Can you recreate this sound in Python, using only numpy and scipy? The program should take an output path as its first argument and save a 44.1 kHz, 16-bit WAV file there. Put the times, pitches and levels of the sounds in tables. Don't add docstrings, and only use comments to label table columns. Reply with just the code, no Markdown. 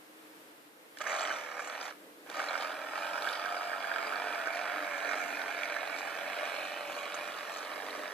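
import sys
import numpy as np
from scipy import signal
from scipy.fft import rfft, irfft, next_fast_len
from scipy.io import wavfile
from scipy.ndimage import uniform_filter1d, map_coordinates

SR = 44100
rng = np.random.default_rng(int(sys.argv[2]) if len(sys.argv) > 2 else 0)


def output_pcm(signal):
    pcm = np.clip(np.atleast_2d(signal).T, -1, 1) * 32767
    wavfile.write(sys.argv[1], SR, np.round(pcm).astype(np.int16))


N = 358533

# (frequency [Hz], relative level [dB])
AIR_SPECTRUM = [(15, -58), (25, -58), (194, -18), (240, -16), (275, -11.5), (305, -7), (340, -10),
                (388, -17.5), (432, -9), (520, -11), (716, -14.5), (1770, -16), (6520, -29.5),
                (8740, -27.5), (14500, -26.5)]
# (time [s], level [dB])
AIR_LEVEL = [(0, -55.5), (0.25, -53), (0.5, -54), (0.75, -57), (1.0, -53), (2.1, -54), (3, -50.5)]
# (frequency [Hz], correlation [-1 to 1])
AIR_CORRELATION = [(60, -0.098), (150, 0.43), (380, 0.85), (940, -0.21), (2350, -0.26), (5880, 0.14),
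                   (14700, -0.18)]
# (time [s], frequency [Hz], level [dB])
DRONE = [(0.4, 312.4, -62), (0.7, 300.4, -77), (2.0, 298, -68.5), (2.9, 290, -62), (3.6, 303, -73),
         (5.3, 286.4, -58), (6.8, 306, -78)]

# (frequency [Hz], left minus right [dB])
BOAT_BALANCE = [(700, -0.5), (950, -5), (1100, -0.5), (1650, -9.5), (1920, -4.5), (2200, -11), (2550, -2),
                (2800, -9), (3100, 3.5), (3450, -4.5), (4700, 6), (6000, -8), (9000, 3), (14000, 8)]
# (frequency [Hz], left lead [rad])
BOAT_PHASE = [(250, -0.5), (850, 0.9), (1400, -1.4), (1850, 1), (2080, -1.5), (2400, 0.5), (2700, 0.37),
              (3050, 0.5), (3400, 1.5), (4300, 0), (5200, 3.5), (6200, 4.5), (8500, 5), (10500, -6)]
# (frequency [Hz], level against direct sound [dB])
BOAT_SCATTER = [(300, -13), (700, -14.5), (1500, -9.5), (2500, -8.5), (3600, -8), (6000, -6), (8000, -2),
                (10000, 28)]
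TOP_HZ = 14600

# (time [s], shaft speed asked for [turns/s], 0 = motor off)
THROTTLE = [(0.985, 37), (1.052, 46.4), (1.315, 38), (1.66, 38.6), (1.892, 0), (2.255, 37), (2.325, 44),
            (2.55, 42), (2.91, 45.3), (3.2, 46.1), (3.42, 47), (4.6, 46.8), (5.25, 45.9), (6.46, 44.7),
            (7.17, 45.5), (7.65, 46.7)]
# (time [s], speed lost [turns/s])
WAVES = [(3.84, 2.7), (4.0, 1.7), (4.46, 3), (4.97, 3.3), (5.14, -1.3), (5.33, 1.3), (5.88, 0.9),
         (6.19, 2.5)]
SPIN_UP_S, SPIN_DOWN_S = 0.036, 0.062
WAVE_HALF_S = 0.1
WAVER_TURNS_PER_S, WAVER_PER_S = 0.25, 10
CRUISE_TURNS_PER_S = 46
# (time [s], hull rattle [dB], propeller fizz [dB])
PASSAGE = [(1.08, -32.3, -59), (1.3, -36.5, -54), (1.45, -40.5, -58), (1.85, -39, -49), (2.42, -37, -47.5),
           (2.62, -35.5, -48), (2.8, -40.5, -55.5), (2.9, -40.5, -68), (2.98, -38, -51.5),
           (3.3, -38, -48.5), (3.75, -39, -56.5), (4.1, -38.5, -55), (4.9, -38, -57), (5.3, -39, -55.5),
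           (5.8, -39, -57), (6.5, -40.5, -55), (7.2, -41.5, -54), (8.1, -43.5, -57.5)]
HEADINGS_S = [1.5, 3.5, 5.2, 6.7, 8.0]
RATTLE_DB_PER_OCTAVE, FIZZ_DB_PER_OCTAVE, HUM_DB_PER_OCTAVE = 13, 18, 11.5

# (frequency [Hz], relative level [dB])
WATER_SPECTRUM = [(60, -59), (110, -67), (150, -25), (210, -16.5), (285, -1), (360, -9), (430, 3.5),
                  (600, -3.5), (1200, -43)]
# (time [s], half length [s], level [dB])
SURGES = [(1.22, 0.11, -55), (4.2, 0.19, -51.5), (5.3, 0.34, -51.5), (8.0, 0.28, -50.5)]
WASH_DB = -62

# (time [s], peak level [dB], starting pitch [Hz])
DROPS = [(1.074, -37, 5970), (1.218, -37, 7340), (1.236, -34, 7600), (1.33, -37, 5870), (1.811, -34, 4720),
         (2.487, -29.5, 4020), (3.58, -34.5, 4620), (4.069, -37, 4700), (4.157, -35, 4430),
         (5.633, -28.5, 3340), (6.951, -32, 4170), (7.036, -38, 4223), (7.905, -35, 4020)]
# (frequency [Hz], relative level [dB])
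FIZZ_SPECTRUM = [(1500, -54), (3000, 9.5), (4300, 6.5), (5300, 8), (6300, -3), (7600, -7), (9000, -6.5),
                 (11000, -1), (14500, -23)]
# (frequency [Hz], relative level [dB])
MIST_SPECTRUM = [(3500, -42), (5200, -16), (6300, 3), (8200, -2), (9200, -10), (14500, -18)]
# (time [s], half length [s], fizz level [dB], mist level [dB])
SPRAYS = [(1.017, 0.006, -46, -56), (1.093, 0.032, -58, -49), (1.204, 0.069, -47, -52),
          (1.655, 0.05, -62, -53), (1.84, 0.028, -56, -52), (2.41, 0.055, -50, -76),
          (3.32, 0.043, -64.5, -61), (4.558, 0.04, -51, -71), (5.14, 0.19, -57, -59),
          (5.648, 0.0088, -49, -58), (5.99, 0.023, -50.5, -56), (6.63, 0.054, -61, -61),
          (6.99, 0.085, -57, -60), (7.15, 0.0055, -55, -46), (7.54, 0.099, -55, -58)]
FIZZ_WANDER_DB, FIZZ_WANDER_PER_S = 2, 9.9

# (time [s], lower line [dB], upper line [dB])
HUM = [(1.0, -57, -61), (1.2, -47, -62), (1.33, -52, -50), (1.5, -51, -61), (1.85, -54, -60),
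       (2.4, -54, -54), (2.9, -54, -52), (3.2, -50, -47.5), (3.55, -51, -45.5), (3.85, -54, -50),
       (4.0, -53, -46), (4.25, -52, -50), (4.48, -51, -44), (4.72, -49, -49), (4.95, -52, -49),
       (5.16, -52, -44.5), (5.4, -53, -50), (5.7, -51, -47.5), (6.15, -53, -54), (6.42, -47.5, -53),
       (6.62, -51, -53), (6.8, -52, -52), (6.97, -46.5, -62), (7.35, -48, -60), (7.6, -52, -60),
       (8.1, -49.5, -62)]
# (time [s], half length [s], level [dB])
MIDDLE_HUM = [(1.22, 0.07, -50), (6.33, 0.053, -51)]
HUM_ORDERS = (13, 14, 15)
HUM_ROUGHNESS, HUM_FLUTTERS_PER_S = 0.37, 70
# (frequency [Hz], level before heading offset [dB])
WHINE = [(1809, -57.5), (1901, -58.5), (5704, -71), (6375, -75), (7279, -79)]
WHINE_HEADING_DB = (3, -1, -3, -0.5, -6)

# (frequency [Hz], gain [dB])
HULL_RADIATION = [(50, -62), (100, -66.5), (250, -24.5), (380, -23), (520, -9.5), (800, -3.5),
                  (1050, -10.5), (2050, -15.5), (2800, -18), (4500, -27.5), (5400, -22.5), (8500, -30.5),
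                  (15000, -46)]
# (frequency [Hz], width [Hz], gain from bow, stern, quarter, side, far side [dB])
HULL_MODES = [(601, 108, 7.5, 3, 0.5, 3, 0), (695, 190, 3, 0.5, 4, 2, -3),
              (892, 190, 0, 2.5, -1.5, -5.5, -4), (1142, 32, 4, -6.5, 0, 8, 3.5),
              (1270, 240, 12, 10.5, 2.5, 3, 11.5), (1457, 370, 5, 9.5, 11, 6.5, -5),
              (1733, 260, 6.5, 9.5, 9, -2, 7), (2000, 330, 4.5, -13, 1.5, -0.5, 3),
              (2319, 400, 9.5, 12, 14.5, 9, 2.5), (2494, 95, 4, 1.5, 1.5, 9, 0),
              (2930, 140, 8.5, 4, -1, 9, 1), (3395, 410, 4.5, 9.5, 2.5, 6.5, 0),
              (3996, 340, 7.5, 3.5, 9.5, 11, 9), (4900, 540, 7.5, 7.5, 4, 1, 3),
              (5000, 260, -3, 8, -2, -2, -2), (5720, 200, 7, 2, 2, 0, 0), (6080, 560, 3, -20, 0.5, -16, -5),
              (7600, 2900, 6, 1.5, -0.5, 0.5, -3.5)]
ROCK_DETUNE, ROCKS_PER_S = 0.025, 5
# (frequency [Hz], relative level [dB], t60 [s])
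TUBE = [(1254, -0.5, 0.014), (1565, -0.5, 0.022), (1783, -6, 0.034), (2367, -4.5, 0.026),
        (3420, -13, 0.0097)]
# (time [s], peak [dB], favoured pitch [Hz], crack over ring [dB], thud over ring [dB])
KNOCKS = [(0.9713, -34, 1910, -1.5, -12), (0.9858, -32, 2400, 18, -8), (1.0055, -32, 1500, -7, -10),
          (1.013, -28, 2020, -6, -18), (1.066, -23, 1750, -18, -16), (1.311, -21.5, 1570, -22, -8),
          (1.5227, -33, 1500, -16, -10), (1.599, -25, 1390, -13, -8), (1.815, -34, 1500, -10, -8),
          (2.263, -40, 1500, -9, 5), (2.2994, -27.5, 1610, 2, 3.5), (2.401, -23.5, 1500, -11, -10),
          (2.428, -26, 1500, -19, -13), (2.936, -28, 1400, -24, -8), (2.958, -24, 1400, -22, -8),
          (3.179, -24.5, 1340, -16, -11), (3.272, -20.5, 1690, -20, -10), (3.4565, -27, 1500, -8, -10),
          (3.732, -23, 1570, -23, -14), (3.843, -24.5, 1580, -24, -16), (3.915, -22, 1590, -28, -18),
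          (3.9607, -26, 1450, -20, -12), (4.045, -24.5, 1500, -20, -12), (4.067, -27, 1300, -22, -12),
          (4.078, -28, 2450, -20, -18), (4.1275, -25.5, 1300, -16, -12), (4.472, -21.5, 1540, -9, -4),
          (5.633, -23.5, 2350, -12, -12), (5.701, -29, 1800, -9, -3), (5.7236, -26.5, 2230, -17, -9),
          (5.766, -25.5, 1700, -11, -7)]
OFF_SPOT_DB_PER_OCTAVE, CRACK_T60_S = 28, 0.013

BEARING_PLAY_TURNS = 0.018
REBOUND_TURNS = 0.4
TAP_DB, TAP_SCATTER_DB, SECOND_TAP_DB = -11, 4, 0
TAP_CLUSTER_DB, TAP_CLUSTERS_PER_S = 2, 13
TAP_DETUNE = 0.047
TAP_TICK_DB, TAP_TICK_T60_S = -14, 0.029
WEAR_SHIFTS_PER_S = 3
GRIT_PER_S, GRIT_DB = 700, -5
RATTLE_WANDER_DB, RATTLE_WANDER_PER_S = 0.19, 11
# (time [s], half length [s], extra rattle [dB])
PRESSES = [(1.011, 0.011, 14), (1.6, 0.049, 3), (2.385, 0.028, 1.5), (3.99, 0.11, 1.5), (5.12, 0.095, 2.5),
           (6.47, 0.17, 3), (7.02, 0.08, 1.6)]


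def amp(db):
    return 10 ** (np.asarray(db) / 20)


def unit(x):
    return x / np.sqrt(np.mean(x ** 2) + 1e-20)


def along(points, hz):
    f, v = np.transpose(points)
    return np.interp(np.log(hz + 1), np.log(f + 1), v)


def curves(rows):
    s, *cols = np.transpose(rows)
    return [np.interp(np.arange(N) / SR, s, c) for c in cols]


def wobble(rate):
    knots = rng.standard_normal(int(N * rate / SR) + 4)
    return map_coordinates(knots, [np.arange(N) * rate / SR], order=2)


def bumps(rows, value):
    t = np.arange(N) / SR
    return sum(value(db) * np.exp(-((t - s) / half) ** 2) for s, half, db in rows)


def swells(rows):
    return bumps(rows, amp)


def filtered(x, response):
    size = 2 * next_fast_len(N // 2 + SR // 8)
    return irfft(rfft(x, size) * response(np.fft.rfftfreq(size, 1 / SR)), size)[..., :N]


def butter(x, order, hz, kind):
    return signal.lfilter(*signal.butter(order, hz, kind, fs=SR), x)


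def causal(db):
    cepstrum = irfft(np.log(amp(db)))
    half = len(cepstrum) // 2
    cepstrum[1:half] *= 2
    cepstrum[half + 1:] = 0
    return np.exp(rfft(cepstrum))


def coloured(x, spectrum):
    return unit(filtered(x, lambda hz: amp(along(spectrum, hz))))


def steady(x, seconds):
    return x / np.sqrt(np.abs(uniform_filter1d(x ** 2, int(seconds * SR))) + 1e-12)


def background():
    a, b = rng.standard_normal((2, N))
    angle = lambda hz: np.arccos(np.clip(along(AIR_CORRELATION, hz), -1, 1)) / 2
    mid = filtered(a, lambda hz: np.cos(angle(hz)))
    side = filtered(b, lambda hz: np.sin(angle(hz)))
    air_gain = amp(curves(AIR_LEVEL)[0] + 0.77 * wobble(9.8))
    air = air_gain * coloured(np.array([mid + side, mid - side]), AIR_SPECTRUM)
    hz, db = curves(DRONE)
    tone = unit(np.sin(2 * np.pi * np.cumsum(hz) / SR + .5 * wobble(22)))
    return air + amp(db + 2.3 * wobble(12)) * tone


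def ripples(x, t60):
    hop, t = SR // 20, np.arange(SR // 10) / SR
    out = np.zeros((2, N + SR))
    for start in range(0, N, hop):
        piece = x[start:start + 2 * hop]
        piece = piece * np.sin(np.pi * np.arange(len(piece)) / (2 * hop))
        tails = rng.standard_normal((2, len(t))) * amp(-60 * t / t60)
        tails /= np.linalg.norm(tails, axis=1, keepdims=True)
        echo = signal.fftconvolve(piece[None], tails, axes=1)
        out[:, start:start + echo.shape[1]] += echo
    return out[:, :N]


def across_water(x, t60):
    ear = np.array([[.5], [-.5]])
    wet = lambda hz: amp(along(BOAT_SCATTER, hz))
    direct = filtered(x, lambda hz: np.exp(1j * ear * along(BOAT_PHASE, hz)))
    pair = direct + filtered(ripples(x, t60), wet)
    return filtered(pair, lambda hz: amp(ear * along(BOAT_BALANCE, hz)) / np.hypot(1, wet(hz)))


def shaft_speed():
    t = np.arange(N) / SR
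    times, asked = np.transpose(THROTTLE)
    speed = np.zeros(N)
    for s, step in zip(times, np.diff(asked, prepend=0)):
        lag = SPIN_UP_S if step > 0 else SPIN_DOWN_S
        speed += step * (1 - np.exp(-np.maximum(t - s, 0) / lag))
    braking = sum(lost * np.exp(-((t - s) / WAVE_HALF_S) ** 2) for s, lost in WAVES)
    return speed - braking + WAVER_TURNS_PER_S * wobble(WAVER_PER_S)


def powered():
    times, asked = np.transpose(THROTTLE)
    on = np.append(0.0, asked > 0)[np.searchsorted(times, np.arange(N) / SR)]
    return uniform_filter1d(on, SR // 40)


def facing_bank(values):
    return np.interp(np.arange(N) / SR, HEADINGS_S, values)


def contact(turns, second, width):
    press = lambda at: np.exp((np.cos(2 * np.pi * (turns - at - .05)) - 1) / width)
    return press(0) + second * press(REBOUND_TURNS)


def wash():
    under_way = np.clip((np.arange(N) / SR - THROTTLE[0][0]) / 0.2, 0, 1)
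    gain = np.hypot(amp(WASH_DB) * under_way, swells(SURGES))
    return gain * amp(2.0 * wobble(20)) * coloured(rng.standard_normal(N), WATER_SPECTRUM)


def drops():
    t, out = np.arange(SR // 30) / SR, np.zeros(N)
    for s, db, hz in DROPS:
        ring = np.sin(2 * np.pi * hz * t * (1 + 3 * t)) * (1 - np.exp(-t / 0.00027))
        out[round(s * SR):][:len(t)] += amp(db - 60 * t / 0.016) * ring
    return out


def propeller(turns, fizz_db, crackle):
    bursts = (.45 + contact(turns, second=0.5, width=0.35)) * amp(0.6 * wobble(260))
    t = np.arange(SR // 150) / SR
    when, pitch = rng.random((2, 2500, 1))
    start = (when * (N - len(t))).astype(int)
    hz = 3200 * 2.6 ** pitch
    size = bursts[start] * amp(5.8 * np.minimum(rng.exponential(size=when.shape), 2.6))
    pops = size * np.sin(2 * np.pi * hz * t) * hz * t * np.exp(-hz * t / 1.33)
    bubbles = np.bincount((start + np.arange(len(t))).ravel(), pops.ravel(), N)
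    froth = lambda: unit(bursts * rng.standard_normal(N)) + crackle * unit(bubbles)
    coarse = swells([(s, half, db) for s, half, db, _ in SPRAYS])
    fine = swells([(s, half, db) for s, half, _, db in SPRAYS])
    gain = np.hypot(amp(fizz_db + FIZZ_WANDER_DB * wobble(FIZZ_WANDER_PER_S)), coarse)
    return gain * coloured(froth(), FIZZ_SPECTRUM) + fine * coloured(froth(), MIST_SPECTRUM)


def motor(turns, octaves):
    lower_db, upper_db = curves(HUM)
    gains = amp(lower_db), swells(MIDDLE_HUM), amp(upper_db)
    rough = lambda: HUM_ROUGHNESS * wobble(HUM_FLUTTERS_PER_S)
    hum = np.zeros(N)
    for order, gain in zip(HUM_ORDERS, gains):
        hum += gain * (1 + rough()) * np.sin(2 * np.pi * order * turns + rough())
    hum = butter(hum, 2, 350, "highpass")
    t, whine = np.arange(N) / SR, np.zeros(N)
    for hz, db in WHINE:
        whine += amp(db + 1.9 * wobble(8)) * np.sin(2 * np.pi * hz * t + 0.7 * wobble(35))
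    drive = np.sqrt(2) * powered() * amp(HUM_DB_PER_OCTAVE * octaves)
    return drive * (hum + amp(facing_bank(WHINE_HEADING_DB)) * whine)


def knocks():
    t, out = np.arange(SR // 30) / SR, np.zeros(N)
    peak = lambda v: v / np.abs(v).max()
    for s, db, spot_hz, crack_db, thud_db in KNOCKS:
        ring = np.zeros(len(t))
        for hz, level_db, t60 in TUBE:
            off_spot_db = OFF_SPOT_DB_PER_OCTAVE * abs(np.log2(hz / spot_hz))
            gain = amp(level_db + rng.normal(0, 1.4) - off_spot_db - 60 * t / t60)
            ring += gain * np.sin(2 * np.pi * hz * (t - 0.0015))
        ring *= 1 - np.exp(-t / 0.00037)
        crack = butter(rng.standard_normal(len(t)), 2, (2200, 6500), "bandpass")
        crack = crack * amp(-60 * t / CRACK_T60_S)
        thud = sum(np.sin(2 * np.pi * hz * t) * np.exp(-np.pi * width * t)
                   for hz, width, *_ in HULL_MODES[:2])
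        blow = peak(ring) + amp(crack_db) * peak(crack) + amp(thud_db) * peak(thud)
        out[round(s * SR):][:len(t)] += amp(db) * peak(blow)
    return butter(out, 2, 400, "highpass")


def taps(turns, rattle_db):
    t = np.arange(SR // 50) / SR
    loose = turns + BEARING_PLAY_TURNS * wobble(70)
    first, second = (np.flatnonzero(np.diff(np.floor(loose - at))) for at in (0, REBOUND_TURNS))
    start = np.append(first, second)
    is_first = np.arange(len(start))[:, None] < len(first)
    index = (start[:, None] + np.arange(len(t))).ravel()
    place = lambda blows: unit(np.bincount(index, blows.ravel(), N)[:N])

    hz, db, t60 = np.transpose(TUBE)[:, :, None]
    draws = rng.standard_normal((len(start), 3, len(TUBE), 1))
    detune, colour, strength = draws.swapaxes(0, 1)
    decay = amp(db + 2.6 * np.tanh(colour) - 60 * t / t60)
    rings = (decay * np.sin(2 * np.pi * (hz * (1 + TAP_DETUNE * detune) * t + colour))).sum(axis=1)
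    bunches_db = TAP_CLUSTER_DB * np.tanh(wobble(TAP_CLUSTERS_PER_S))[start, None]
    size = amp(TAP_SCATTER_DB * np.tanh(strength[:, 0]) + bunches_db)
    size = size * np.where(is_first, 1, amp(SECOND_TAP_DB))
    attack = 1 - np.exp(-t / 0.001)

    ticks = place(is_first * attack * amp(-60 * t / TAP_TICK_T60_S)) * rng.standard_normal(N)
    ticks = unit(butter(ticks, 3, (2100, 3600), "bandpass"))
    return amp(rattle_db + TAP_DB) * (place(size * rings * attack) + amp(TAP_TICK_DB) * ticks)


def hull(force):
    fc, width, *gains = np.transpose(HULL_MODES)
    hz = np.linspace(0, SR / 2, 4097)
    bells = 1 / (1 + (2 * (hz[:, None] - fc) / width) ** 2)
    now = np.arange(N)
    clock = np.cumsum(1 + ROCK_DETUNE * np.tanh(wobble(ROCKS_PER_S)))
    push = map_coordinates(force, [np.interp(np.arange(N + SR // 4), clock, now)])
    out = np.zeros(N)
    for facing, gain_db in zip(np.eye(len(HEADINGS_S)), gains):
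        ring = irfft(causal(along(HULL_RADIATION, hz) + bells @ gain_db))
        rung = signal.oaconvolve(push, ring)[:len(push)]
        out += facing_bank(facing) * np.interp(clock, np.arange(len(push)), rung)
    return out


def rattle(turns, rattle_db, scatter_db, rub, repeat, rough_db):
    loose = turns + BEARING_PLAY_TURNS * wobble(70)
    half_turn = (2 * loose + .3).astype(int)
    size = amp(scatter_db * np.tanh(rng.standard_normal(half_turn.max() + 1)))[half_turn]
    pressure = rub + size * contact(loose, second=.45, width=.08)
    spot = (1024 * (turns % 1)).astype(int)
    surfaces = rng.standard_normal((3, 1024))
    worn = unit(sum(surface[spot] * wobble(WEAR_SHIFTS_PER_S) for surface in surfaces))
    grains = (rng.random(N) < GRIT_PER_S / SR) * rng.choice((-1, 1), N)
    grit = unit(grains * amp(4 * np.tanh(rng.standard_normal(N))))
    rubbing = amp(rough_db * wobble(700)) * (repeat * worn + rng.standard_normal(N))
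    scrape = pressure * (rubbing + amp(GRIT_DB) * grit)
    return amp(rattle_db) * steady(hull(scrape), 0.14)


def pressing():
    return bumps(PRESSES, lambda db: db)


def scene():
    speed = shaft_speed()
    turns = np.cumsum(speed) / SR
    octaves = np.log2(np.maximum(speed, 1) / CRUISE_TURNS_PER_S)
    rattle_db, fizz_db = curves(PASSAGE)
    rattle_db = rattle_db + pressing() + RATTLE_DB_PER_OCTAVE * octaves
    rattle_db = rattle_db + RATTLE_WANDER_DB * wobble(RATTLE_WANDER_PER_S)
    fizz_db = fizz_db + FIZZ_DB_PER_OCTAVE * octaves

    boat = wash() + drops() + propeller(turns, fizz_db, crackle=0.61) + motor(turns, octaves)
    boat = boat + knocks() + taps(turns, rattle_db)
    boat = boat + rattle(turns, rattle_db, scatter_db=1, rub=.76, repeat=.75, rough_db=.8)
    return background() + across_water(boat, t60=0.042)


def record(dry):
    return filtered(dry, lambda hz: hz < TOP_HZ)


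dry = scene()
out = record(dry)
output_pcm(out)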